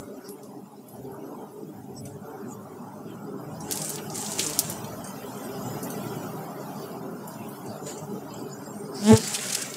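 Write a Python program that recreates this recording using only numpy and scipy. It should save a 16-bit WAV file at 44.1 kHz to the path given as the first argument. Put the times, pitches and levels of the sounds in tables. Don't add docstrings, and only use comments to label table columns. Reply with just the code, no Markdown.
import sys
import numpy as np
from scipy import signal
from scipy.fft import rfft, irfft
from scipy.io import wavfile
from scipy.ndimage import uniform_filter1d

SR = 44100
rng = np.random.default_rng(int(sys.argv[2]) if len(sys.argv) > 2 else 0)


def materialize(psi):
    bounded = np.clip(np.atleast_2d(psi).T, -1, 1)
    quanta = np.round(bounded * 32767).astype(np.int16)
    wavfile.write(sys.argv[1], SR, quanta)


def boost_factor(decibels):
    exponent = np.asarray(decibels, float) / 20
    return 10 ** exponent


N = 430416

# (wing beat [Hz], spread [share], bees [count], level [dB])
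FLIGHTS = [
    (120.8, .10, 6, -1.5),
    (149.3, .08, 6, -0.5),
    (202.55, .045, 14, -5),
    (280.8, .06, 7, -7),
]
# (frequency [Hz], gain [dB])
WING_COLOUR = [(60, -11), (110, -7.5), (200, 4), (290, 2.5), (335, -2), (385, 0.5), (440, -3.5),
               (490, -12.5), (560, -11.5), (900, -15.5), (1100, -20), (1400, -19), (1900, -41), (2600, -49)]
# (time [s], level [dB])
THICKNESS = [(0, -60), (.45, -55.5), (.85, -57.5), (1.3, -51.5), (1.9, -55), (2.5, -50), (3.0, -50),
             (3.5, -46.5), (4.4, -44.5), (5.2, -45.5), (5.8, -44), (6.3, -43.5), (7.0, -45.5), (7.6, -47.5),
             (8.5, -47), (9.0, -48.5), (9.4, -46), (9.76, -47.5)]
# (level at mean thickness [dB], share of swing [1], wander [dB])
WING_RANGES = [
    (-53.5, 1.1, -1),
    (-44, 0.26, -1.5),
    (-47, 1.21, 1.5),
    (-53, 1.53, 1),
]
# (time [s], length [s], level [dB])
HEAVY_FLYBYS = [(0.016, 0.036, -39), (0.152, 0.044, -48), (0.296, 0.048, -54), (1.08, 0.12, -44),
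                (1.8, 0.047, -45), (2.065, 0.15, -42), (2.553, .12, -48), (2.894, 0.045, -47),
                (3.11, 0.11, -45.5), (3.535, 0.14, -43), (4.082, 0.12, -45.5), (4.41, 0.08, -44),
                (4.781, 0.26, -42.5), (5.68, 0.1, -39.5), (6.157, 0.29, -40.5), (6.757, 0.077, -47),
                (7.4, 0.095, -47), (7.704, 0.089, -44.5), (7.86, .04, -52), (8.07, 0.064, -41),
                (8.332, 0.11, -48), (8.86, 0.18, -49), (9.43, .06, -49), (9.68, 0.025, -66)]
# (time [s], length [s], level [dB])
WORKER_FLYBYS = [(0, 0.035, -38.5), (0.124, 0.096, -41), (0.28, 0.079, -42), (0.568, 0.034, -44),
                 (1.06, 0.063, -40), (1.28, 0.12, -39), (1.426, 0.031, -39), (1.636, 0.087, -40),
                 (1.938, 0.32, -43), (2.46, 0.096, -39), (2.813, 0.045, -41), (3.063, 0.11, -44),
                 (3.327, 0.12, -37.5), (3.754, 0.2, -40), (4.086, 0.11, -45), (4.457, 0.68, -41),
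                 (5.645, 0.43, -38.5), (6.022, 0.42, -38.5), (6.715, 0.26, -42), (7.08, 0.15, -38.5),
                 (7.467, 0.066, -37), (7.676, 0.044, -37.5), (7.876, 0.071, -40.5), (8.14, 0.05, -33),
                 (8.435, 0.054, -36.5), (8.894, 0.4, -39.5), (9.228, 0.037, -35.5), (9.54, 0.13, -61)]
# (time [s], length [s], level [dB])
BANKING_FLYBYS = [
    [(.15, 0.11, -47), (.4, 0.031, -47), (.56, .08, -51), (.72, .06, -52), (.97, 0.042, -47.5),
     (1.2, 0.32, -48.5), (1.4, 0.091, -46), (2.07, 0.055, -51), (2.3, 0.077, -43.5), (2.68, 0.028, -41.5),
     (2.95, 0.1, -50), (5.7, .3, -45), (7.73, 0.052, -41), (7.9, 0.16, -43)],
    [(.02, 0.072, -50.5), (.27, 0.1, -52), (.5, .07, -59.5), (.68, 0.091, -62), (.95, 0.047, -59.5),
     (1.15, 0.039, -50.5), (1.46, 0.041, -55), (1.77, 0.064, -54), (2.35, 0.2, -51.5), (2.85, 0.11, -53.5),
     (6.1, 0.064, -57), (7.3, 0.094, -53), (8.35, 0.12, -53), (8.96, .08, -47.5)],
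]
# (time [s], length [s], level [dB])
AIR_PUSHES = [(1.05, .08, -60), (2.07, .08, -64), (3.68, .08, -57), (4.5, .08, -55), (4.97, .08, -55),
              (5.25, .06, -58), (5.62, .15, -58), (6.15, 0.17, -61), (8.1, .05, -59)]
# (time [s], level [dB])
BREEZE = [(0, -59), (.65, -63.5), (1.0, -60.5), (2.0, -61.5), (2.58, -60), (3.3, -61), (3.6, -56),
          (4.05, -51), (4.9, -51), (5.46, -50), (6.03, -47.5), (6.5, -53), (6.85, -51.5), (7.03, -57),
          (7.4, -53.5), (8.1, -55.5), (8.8, -56.5), (9.76, -50)]
# (start [s], hold [s], level [dB], low part against it [dB])
BAG_RUBS = [(3.65, 0.16, -50, -4), (3.716, 0.23, -41.5, -15), (4.157, 0.19, -38.5, -15),
            (4.39, 0.051, -32, -10.5), (4.468, 0.14, -40, -12), (4.64, 0.071, -41, -10),
            (4.76, 0.05, -51.5, -8), (7.867, 0.047, -45, -9.5), (8.957, 0.065, -47.5, -8),
            (9.037, 0.17, -41.5, -14), (9.08, 0.082, -34.5, -6.5), (9.239, 0.13, -35, -8),
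            (9.413, 0.2, -36, -6), (9.625, 0.15, -47, -8)]
# (frequency [Hz], gain [dB])
CRACKLE_COLOUR = [(1500, -0.5), (2000, -3), (3800, -1.5), (5000, 0), (7500, 7.5), (10000, 1), (11000, 0.5),
                  (15500, -5.5)]
# (centre [Hz], width [Hz], level against the breeze [dB])
INSECTS = [
    (2430, 1140, -11.5),
    (5230, 650, -10),
]
# (time [s], length [s], centre
# [Hz], width [Hz], level [dB])
BRUSHES = [(.275, .04, 5200, 900, -48), (.31, .05, 11200, 1500, -53), (.93, .06, 11000, 2500, -55),
           (1.52, .05, 10700, 900, -60), (1.985, .03, 5500, 600, -47), (1.985, .03, 7900, 300, -51),
           (2.03, .04, 10600, 1500, -55), (2.515, .04, 7200, 1000, -46), (2.53, .05, 13000, 2500, -57),
           (2.28, .04, 13200, 900, -59), (3.1, .06, 2700, 800, -58), (2.06, .03, 2600, 1200, -60),
           (8.96, .03, 5000, 700, -50), (4.125, .03, 6200, 4000, -46), (6.8, .08, 4800, 1600, -51),
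           (7.33, .06, 5000, 1200, -51), (7.72, .08, 4500, 900, -54), (8.4, .06, 7300, 1200, -53),
           (9.176, .008, 6500, 6000, -25), (9.352, .018, 6000, 6500, -27), (9.503, .012, 6000, 6000, -32),
           (9.532, .008, 6500, 6000, -29), (9.552, .007, 6500, 6500, -22), (9.623, .008, 7500, 5000, -29),
           (3.84, 0.14, 8200, 1800, -39.5), (4.04, 0.096, 2700, 450, -49.5), (3.9, .05, 7700, 2600, -54),
           (4.06, .07, 12500, 6700, -62), (4.22, .07, 8100, 1700, -41.5), (9.24, 0.13, 4700, 1100, -41),
           (4, 0.06, 5200, 2000, -55), (3.17, 0.18, 7700, 300, -65), (3.56, .05, 5100, 300, -58),
           (5.66, 0.094, 7100, 900, -44.5), (5.45, 0.025, 8700, 1200, -45), (6.24, 0.09, 7240, 780, -54),
           (8.36, 0.14, 4900, 460, -57), (8.53, 0.084, 4900, 560, -55), (8.53, 0.052, 6850, 290, -50),
           (8.65, 0.067, 5050, 250, -56), (8.68, 0.15, 7450, 190, -53.5), (8.8, 0.18, 8750, 250, -52),
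           (7.9, 0.068, 7050, 330, -46), (8.88, 0.062, 5000, 230, -57), (8.98, 0.068, 4800, 420, -52),
           (8.37, 0.096, 2850, 490, -56), (8.97, 0.036, 4100, 400, -55), (7.72, 0.11, 4550, 300, -61),
           (7.43, 0.07, 2650, 400, -58)]
# (time [s], peak [dB], centre [Hz], width [octaves])
LEAF_TICKS = [(0.001, -36, 8950, .6), (0.2892, -32.5, 10000, 0.48), (0.432, -40, 7350, .99),
              (0.885, -38, 11300, 0.97), (1.118, -43, 11300, 0.22), (2.0543, -32.5, 8000, 0.97),
              (3.6062, -31, 7040, 0.95), (4.845, -31, 5200, .99), (5.043, -27.5, 7450, 0.58),
              (5.0726, -26, 7240, 0.72), (5.374, -37, 7650, 0.53), (5.83, -24, 8900, 0.89),
              (5.903, -23.5, 8700, .99), (6.917, -42.5, 4630, 0.45), (7.092, -55, 6440, 0.73),
              (7.278, -28, 11500, .99), (7.488, -32.5, 11900, 0.47), (7.661, -36, 7100, 0.63),
              (7.867, -35, 6000, .99), (7.978, -35, 7300, 0.48), (8.306, -39, 4800, 0.3),
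              (8.34, -35.5, 7300, .25), (8.947, -39, 8400, 0.37)]
# (time [s], peak [dB], centre [Hz], width [octaves])
SNAPS = [(.29, -26, 9000, 1.6), (.886, -40, 11000, 0.92), (7.092, -46, 2000, 2.7),
         (3.711, -7.5, 7800, 2.24), (3.7215, -15.5, 7500, 0.98), (3.756, -22, 9000, 1),
         (3.7736, -12, 7340, 1.6), (3.817, -20.5, 7050, 0.99), (3.847, -22, 8000, 1),
         (3.88, -26, 8000, .8), (3.8932, -16, 9500, 1.25), (3.901, -22, 9000, 0.74),
         (3.9577, -17, 8500, 1.5), (4.0999, -30.5, 6200, 0.65), (4.1553, -23, 8000, 0.69),
         (4.177, -25, 8500, 0.92), (4.215, -23, 7500, 1.2), (4.2625, -24, 5250, 1),
         (4.318, -21, 7170, 1.1), (4.3936, -9, 7000, 1.3), (4.408, -26, 3300, 0.39),
         (4.4645, -14, 7200, 0.58), (4.499, -17, 7860, 1.4), (4.5334, -20.5, 6000, 1.05),
         (4.582, -32, 8000, .6), (4.5904, 2, 8400, 1.34), (4.698, -18, 10100, 0.95),
         (4.726, -28, 9000, 0.81), (9.1623, -18, 5000, 1.1), (9.2755, -19, 7700, 1.3),
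         (9.293, -34, 8500, 0.82), (9.3324, -24, 8300, .9), (9.4112, -23, 7470, 1.3),
         (9.4347, -22, 7390, 1.4), (9.467, -18, 6500, 1.4), (9.486, -18, 5860, 1.5),
         (9.5245, -18, 7500, 0.76), (9.548, -15, 7100, 1.2), (9.6203, -31, 7500, 1.2),
         (9.7001, -29, 7100, 0.33), (9.7405, -20, 5230, 1.37), (4.3948, -13, 3600, 1.2),
         (4.3962, -17, 7000, 1.2), (4.146, -26, 7400, 0.62), (4.431, -23, 6000, 1.2),
         (9.173, -30, 6300, 1.2), (9.388, -22, 2500, 1.1), (4.469, -20, 7500, .7),
         (3.983, -30, 2800, 1.2), (4.412, -20, 5000, 1.2)]
# (time [s], wing beat [Hz])
PASSING_BEAT = [
    (8.9726, 200.2),
    (9.04, 204.5),
    (9.072, 210.7),
    (9.092, 219.6),
    (9.108, 224.3),
    (9.126, 220.4),
    (9.165, 222.5),
    (9.24, 217),
]
# (loudest [s], level [dB], approach [dB/s], leave [dB/s])
HARMONIC_LOBES = [
    [(9.112, -8, 310, 450), (9.04, -37, 100, 300), (9.2, -34, 200, 120)],
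    [(9.121, -19, 1400, 300), (9.09, -25, 420, 300), (9.135, -16, 500, 800), (9.015, -35, 600, 900)],
    [(9.114, -25, 240, 450), (9.15, -38, 600, 900)],
    [(9.115, -23, 400, 330), (9.06, -46, 200, 300), (9.155, -39, 400, 700)],
]
# (first [harmonic], last [harmonic], loudest [s], level [dB], fade [dB/s])
HARMONIC_FLASHES = [(5, 5, 9.09, -41, 300), (5, 5, 9.132, -35, 500), (6, 8, 9.1, -42, 260),
                    (6, 8, 9.135, -45, 300), (9, 10, 9.088, -47, 350), (9, 10, 9.122, -41, 600),
                    (11, 13, 9.1, -52, 250), (14, 18, 9.086, -42, 330), (11, 19, 9.135, -50, 300)]
# (start [s], hold [s], centre [Hz], width [Hz], level [dB])
TIP_HISS = [
    (8.97, .13, 5050, 900, -43),
    (9.05, .09, 7500, 4000, -44),
    (9.12, .02, 330, 420, -29),
    (9.07, .03, 3400, 900, -48),
]
# (time [s], width [s], frequency [Hz], level [dB])
DOWNWASH = (9.141, .009, 113, -9)


def rms_one(x):
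    return x / np.sqrt(np.mean(x ** 2) + 1e-20)


def in_time(rows):
    return np.interp(np.arange(N) / SR, *np.transpose(rows))


def coloured(x, points):
    hz, gain_db = np.transpose(points)
    grid_hz = np.fft.rfftfreq(len(x), 1 / SR) + 1
    return irfft(rfft(x) * boost_factor(np.interp(np.log(grid_hz), np.log(hz), gain_db)), len(x))


def band(x, low_hz, high_hz, order=3):
    return signal.sosfilt(signal.butter(order, [low_hz, high_hz], "band", fs=SR, output="sos"), x)


def around(x, centre_hz, width_hz):
    return band(x, centre_hz - width_hz / 2, centre_hz + width_hz / 2, order=2)


def evened(x, window_s):
    return x / np.sqrt(uniform_filter1d(x ** 2, size=int(window_s * SR)) + 0.04 * np.mean(x ** 2))


def peaked(t, peak_s, hold_s, level_db, rise_db_per_s, fall_db_per_s):
    climb_db = rise_db_per_s * np.maximum(peak_s - t, 0)
    return boost_factor(level_db - climb_db - fall_db_per_s * np.maximum(t - peak_s - hold_s, 0))


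def drift(rate, size):
    r = np.exp(-200 * np.pi * rate / SR)
    slow = signal.lfilter([1], [1, -2 * r, r * r], rng.standard_normal(N // 100 + 1500))[1499:]
    return np.interp(np.linspace(0, len(slow) - 1, size), np.arange(len(slow)), rms_one(slow))


def smooth_chance(shape, frames, bins):
    field = rng.standard_normal(shape)
    for _ in range(2):
        field = uniform_filter1d(field, frames, axis=1)
        field = uniform_filter1d(field, bins, axis=0)
    return rms_one(field)


def patchy(x, lift, frames, bins, gate, broad_db):
    _, _, z = signal.stft(x, nperseg=1024, noverlap=768)
    frame_at = np.linspace(0, N, z.shape[1])
    gate = np.interp(frame_at, np.arange(N), gate + np.zeros(N))
    broad_db = np.interp(frame_at, np.arange(N), broad_db + np.zeros(N))
    favoured = 0.3 * smooth_chance((len(z), 1), 1, bins)
    opening = np.maximum(smooth_chance(z.shape, frames, bins) + favoured - gate, 0)
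    flecks = 1 + lift * np.tanh(opening)
    broad = np.minimum(smooth_chance(z.shape, 2 * frames, 4 * bins), 1)
    gain = flecks * boost_factor(broad_db * broad)
    gain /= np.sqrt(uniform_filter1d(np.mean(gain ** 2, axis=0), size=40))
    return signal.istft(z * gain, nperseg=1024, noverlap=768)[1][:N]


def flybys(rows):
    t = np.arange(0, N + 64, 64) / SR
    power = sum(boost_factor(2 * db) * np.exp(-2 * ((t - s) / length_s) ** 2) for s, length_s, db in rows)
    return np.interp(np.arange(N) / SR, t, power)


def range_gains():
    swing_db = in_time(THICKNESS) + 48
    wander_share = np.clip(0.5 - 0.16 * swing_db, 0.3, 2)
    gains = []
    for (db, share, wander_db), rows in zip(WING_RANGES, [HEAVY_FLYBYS, WORKER_FLYBYS] + BANKING_FLYBYS):
        level_db = db + share * swing_db + wander_db * wander_share * drift(3.2, N)
        gains.append(np.sqrt(boost_factor(2 * level_db) + flybys(rows)))
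    return gains


def one_bee(beat_hz, spread, size, swell_db):
    effort = spread * drift(0.5, size) + 0.035 * drift(4, size) + 0.012 * drift(25, size)
    turns = np.cumsum(beat_hz * (1 + effort)) * 8 / SR
    cycle, k = np.linspace(0, 1, 257), np.arange(1, 13)
    weights = boost_factor(rng.normal(0, 1.36, 12)) * (k * beat_hz < SR / 18)
    harmonics = np.sin(2 * np.pi * (k * cycle[:, None] + rng.random(12)))
    stroke = np.sum(weights * harmonics, axis=1)
    return boost_factor(swell_db * drift(7.0, size)) * np.interp(turns % 1, cycle, stroke)


def swarm(gains):
    size = N // 8 + 1
    wings = np.zeros(size)
    for beat_hz, spread, count, db in FLIGHTS:
        for _ in range(int(count)):
            wings += boost_factor(db) * np.sqrt(beat_hz / 200) * one_bee(beat_hz, spread, size, swell_db=4.0)
    far = 0.05 * rng.standard_normal(size)
    wings = coloured(signal.resample_poly(rms_one(wings) + far, 8, 1)[:N], WING_COLOUR)
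    broad_db = np.clip(-0.5 * (in_time(THICKNESS) + 43), 1.5, 7)
    wings = patchy(wings, 2.0, frames=8, bins=3, gate=-0.1, broad_db=broad_db)
    deep, low, mid = [signal.sosfiltfilt(signal.butter(4, split_hz, fs=SR, output="sos"), wings)
                      for split_hz in (145, 490, 950)]
    parts = [deep, low - deep, mid - low, wings - mid]
    return sum(gain * evened(part, 0.075) for part, gain in zip(parts, gains))


def rumble(deep_gain):
    steady = boost_factor(-41 + 0.78 * drift(2, N)) * deep_gain ** 0.63
    return (steady + np.sqrt(flybys(AIR_PUSHES))) * rms_one(band(rng.standard_normal(N), 60, 110))


def stirring():
    t = np.arange(0, N + 64, 64) / SR
    leaf = boost_factor(2 * np.interp(t, *np.transpose(BREEZE)))
    rubs = np.array([peaked(t, s, hold_s, db, 498, 143) ** 2 for s, hold_s, db, _ in BAG_RUBS])
    body_db = np.array(BAG_RUBS)[:, 3]
    bag = rubs.sum(axis=0)
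    body = boost_factor(2 * body_db) @ rubs
    edge = boost_factor(-2 * 0.51 * (body_db + 1.0)) @ rubs
    leaf_low = leaf * boost_factor(2 * -2) * (leaf * boost_factor(91.5)) ** 0.41
    powers = [leaf + bag, leaf_low + body, leaf * boost_factor(2 * 1.5) + boost_factor(2 * -16) * edge]
    return [np.interp(np.arange(N) / SR, t, 10 * np.log10(power)) for power in powers]


def rustle(level_db, low_db, top_db, effort):
    grain_rate_hz = 1400 * boost_factor(4.5 * drift(40, N))
    heights = boost_factor(4.0 * np.minimum(rng.exponential(1, N), 4))
    grains = heights * (rng.random(N) < grain_rate_hz / SR)
    tails = rms_one(signal.lfilter([1], [1, -0.93], grains))
    source = rng.standard_normal(N) * (1 + 0.55 * effort * tails)
    crackle = coloured(evened(source, 0.042), CRACKLE_COLOUR)
    parts = [(1380, 3110, low_db), (3800, 11650, level_db), (10280, 18600, top_db)]
    return sum(boost_factor(db) * rms_one(band(crackle, low_hz, high_hz)) for low_hz, high_hz, db in parts)


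def insects():
    out = np.zeros(N)
    for hz, width_hz, db in INSECTS:
        hiss = rms_one(around(rng.standard_normal(N), hz, width_hz))
        out += boost_factor(db + 1.6 * drift(4.1, N)) * hiss
    return boost_factor(in_time(BREEZE)) * out


def snaps(rows, t60_s, crack):
    out, t = np.zeros(N), np.arange(SR // 6) / SR
    decay = boost_factor(-60 * t / 0.025) + 0.64 * boost_factor(-60 * t / t60_s)
    for s, peak_db, hz, octaves in rows:
        burst = rng.standard_normal(len(t)) * decay
        burst[0] += crack * np.clip(2 * (octaves - 1), 0, 1)
        edge = 2 ** np.clip(octaves / 2, 0.1, 2)
        burst = band(burst, hz / edge ** 1.19, min(hz * edge, 15500), order=2)
        at = round(s * SR)
        out[at:at + len(t)] += (boost_factor(peak_db) * burst / np.abs(burst).max())[:N - at]
    return out


def brushes():
    out, t = np.zeros(N), np.arange(-SR // 4, SR // 4) / SR
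    for s, length_s, hz, width_hz, db in BRUSHES:
        grain = boost_factor(4.0 * np.minimum(rng.exponential(1, len(t)), 3.5))
        hiss = rms_one(around(rng.standard_normal(len(t)) * grain, hz, width_hz))
        at = round(s * SR) - SR // 4
        out[at:at + len(t)] += (boost_factor(db) * np.exp(-2 * (t / length_s) ** 2) * hiss)[:N - at]
    return out


def wing_hiss():
    t = np.arange(N) / SR
    phase = 2 * np.pi * np.cumsum(in_time(PASSING_BEAT)) / SR
    stroke = (0.5 + 0.5 * np.cos(phase)) ** 2
    out = np.zeros(N)
    for s, hold_s, hz, width_hz, db in TIP_HISS:
        hiss = evened(around(stroke * rng.standard_normal(N), hz, width_hz), 0.009)
        out += peaked(t, s, hold_s, db, 500, 500) * hiss
    return out


def downwash(t):
    s, width_s, hz, db = DOWNWASH
    thump = boost_factor(db) * np.sin(2 * np.pi * hz * (t - s) + 4.0)
    gust = boost_factor(-30) * np.cos(2 * np.pi * 55 * (t - s))
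    return np.exp(-0.5 * ((t - s) / width_s) ** 2) * (thump + gust)


def passing_bee():
    start, end = round(PASSING_BEAT[0][0] * SR), round(PASSING_BEAT[-1][0] * SR)
    t, out = np.arange(start, end) / SR, np.zeros(N)
    near = np.clip((t - t[0]) / 0.051, 0, 1) * np.clip((t[-1] - t) / 0.038, 0, 1)
    phase = 2 * np.pi * np.cumsum(np.interp(t, *np.transpose(PASSING_BEAT))) / SR
    turn_rad = -1.61 * np.clip((t - 9.107) / 0.016, 0, 1)
    gains = [sum(peaked(t, s, 0, db, rise, fall) for s, db, rise, fall in lobes)
             for lobes in HARMONIC_LOBES]
    for k in range(5, 19):
        flash = sum(peaked(t, s, 0, db, fade, fade)
                    for first, last, s, db, fade in HARMONIC_FLASHES if first <= k <= last)
        flutter = boost_factor(1.5 * drift(9.8, N // 8)[::3][:end - start])
        gains.append(flash * flutter)
    wings = np.zeros(len(t))
    for k, gain in enumerate(gains, 1):
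        slip_rad = turn_rad * (k - 1) * (k < 5)
        wings += gain * np.cos(k * phase + slip_rad)
    out[start:end] = -np.sqrt(2) * near * wings + downwash(t)
    return out


def scene():
    gains = range_gains()
    bees = swarm(gains) + rumble(gains[0]) + passing_bee() + wing_hiss()
    level_db, low_db, top_db = stirring()
    effort = np.clip((level_db + 47) / 10, 0, 1)
    leaves = rustle(level_db, low_db, top_db, effort) + insects() + brushes()
    leaves += snaps(LEAF_TICKS, t60_s=0.3, crack=0.0)
    gate = np.clip(-0.1 * (level_db + 50), 0.3, 1.3)
    broad_db = np.clip(0.3 * (level_db + 65), 1.3, 2.2)
    broken = patchy(leaves, 6.0, frames=5, bins=2, gate=gate, broad_db=broad_db)
    whole = 0.9 * effort
    leaves = np.sqrt(1 - whole) * broken + np.sqrt(whole) * leaves
    bag = snaps(SNAPS, t60_s=0.1, crack=16.0)
    return (bees + leaves + bag)[None]


def band_limit(x):
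    return signal.sosfilt(signal.butter(12, 16650, fs=SR, output="sos"), x)


def record(dry):
    top_cut = signal.ellip(12, 0.5, 65, 15650, fs=SR, output="sos")
    port_cut = signal.butter(2, 26, "high", fs=SR, output="sos")
    mix = signal.sosfilt(top_cut, np.clip(dry, -1, 1))
    mix = signal.sosfilt(port_cut, mix)
    return band_limit(np.clip(mix, -1, 1))


dry = scene()
out = record(dry)
materialize(out)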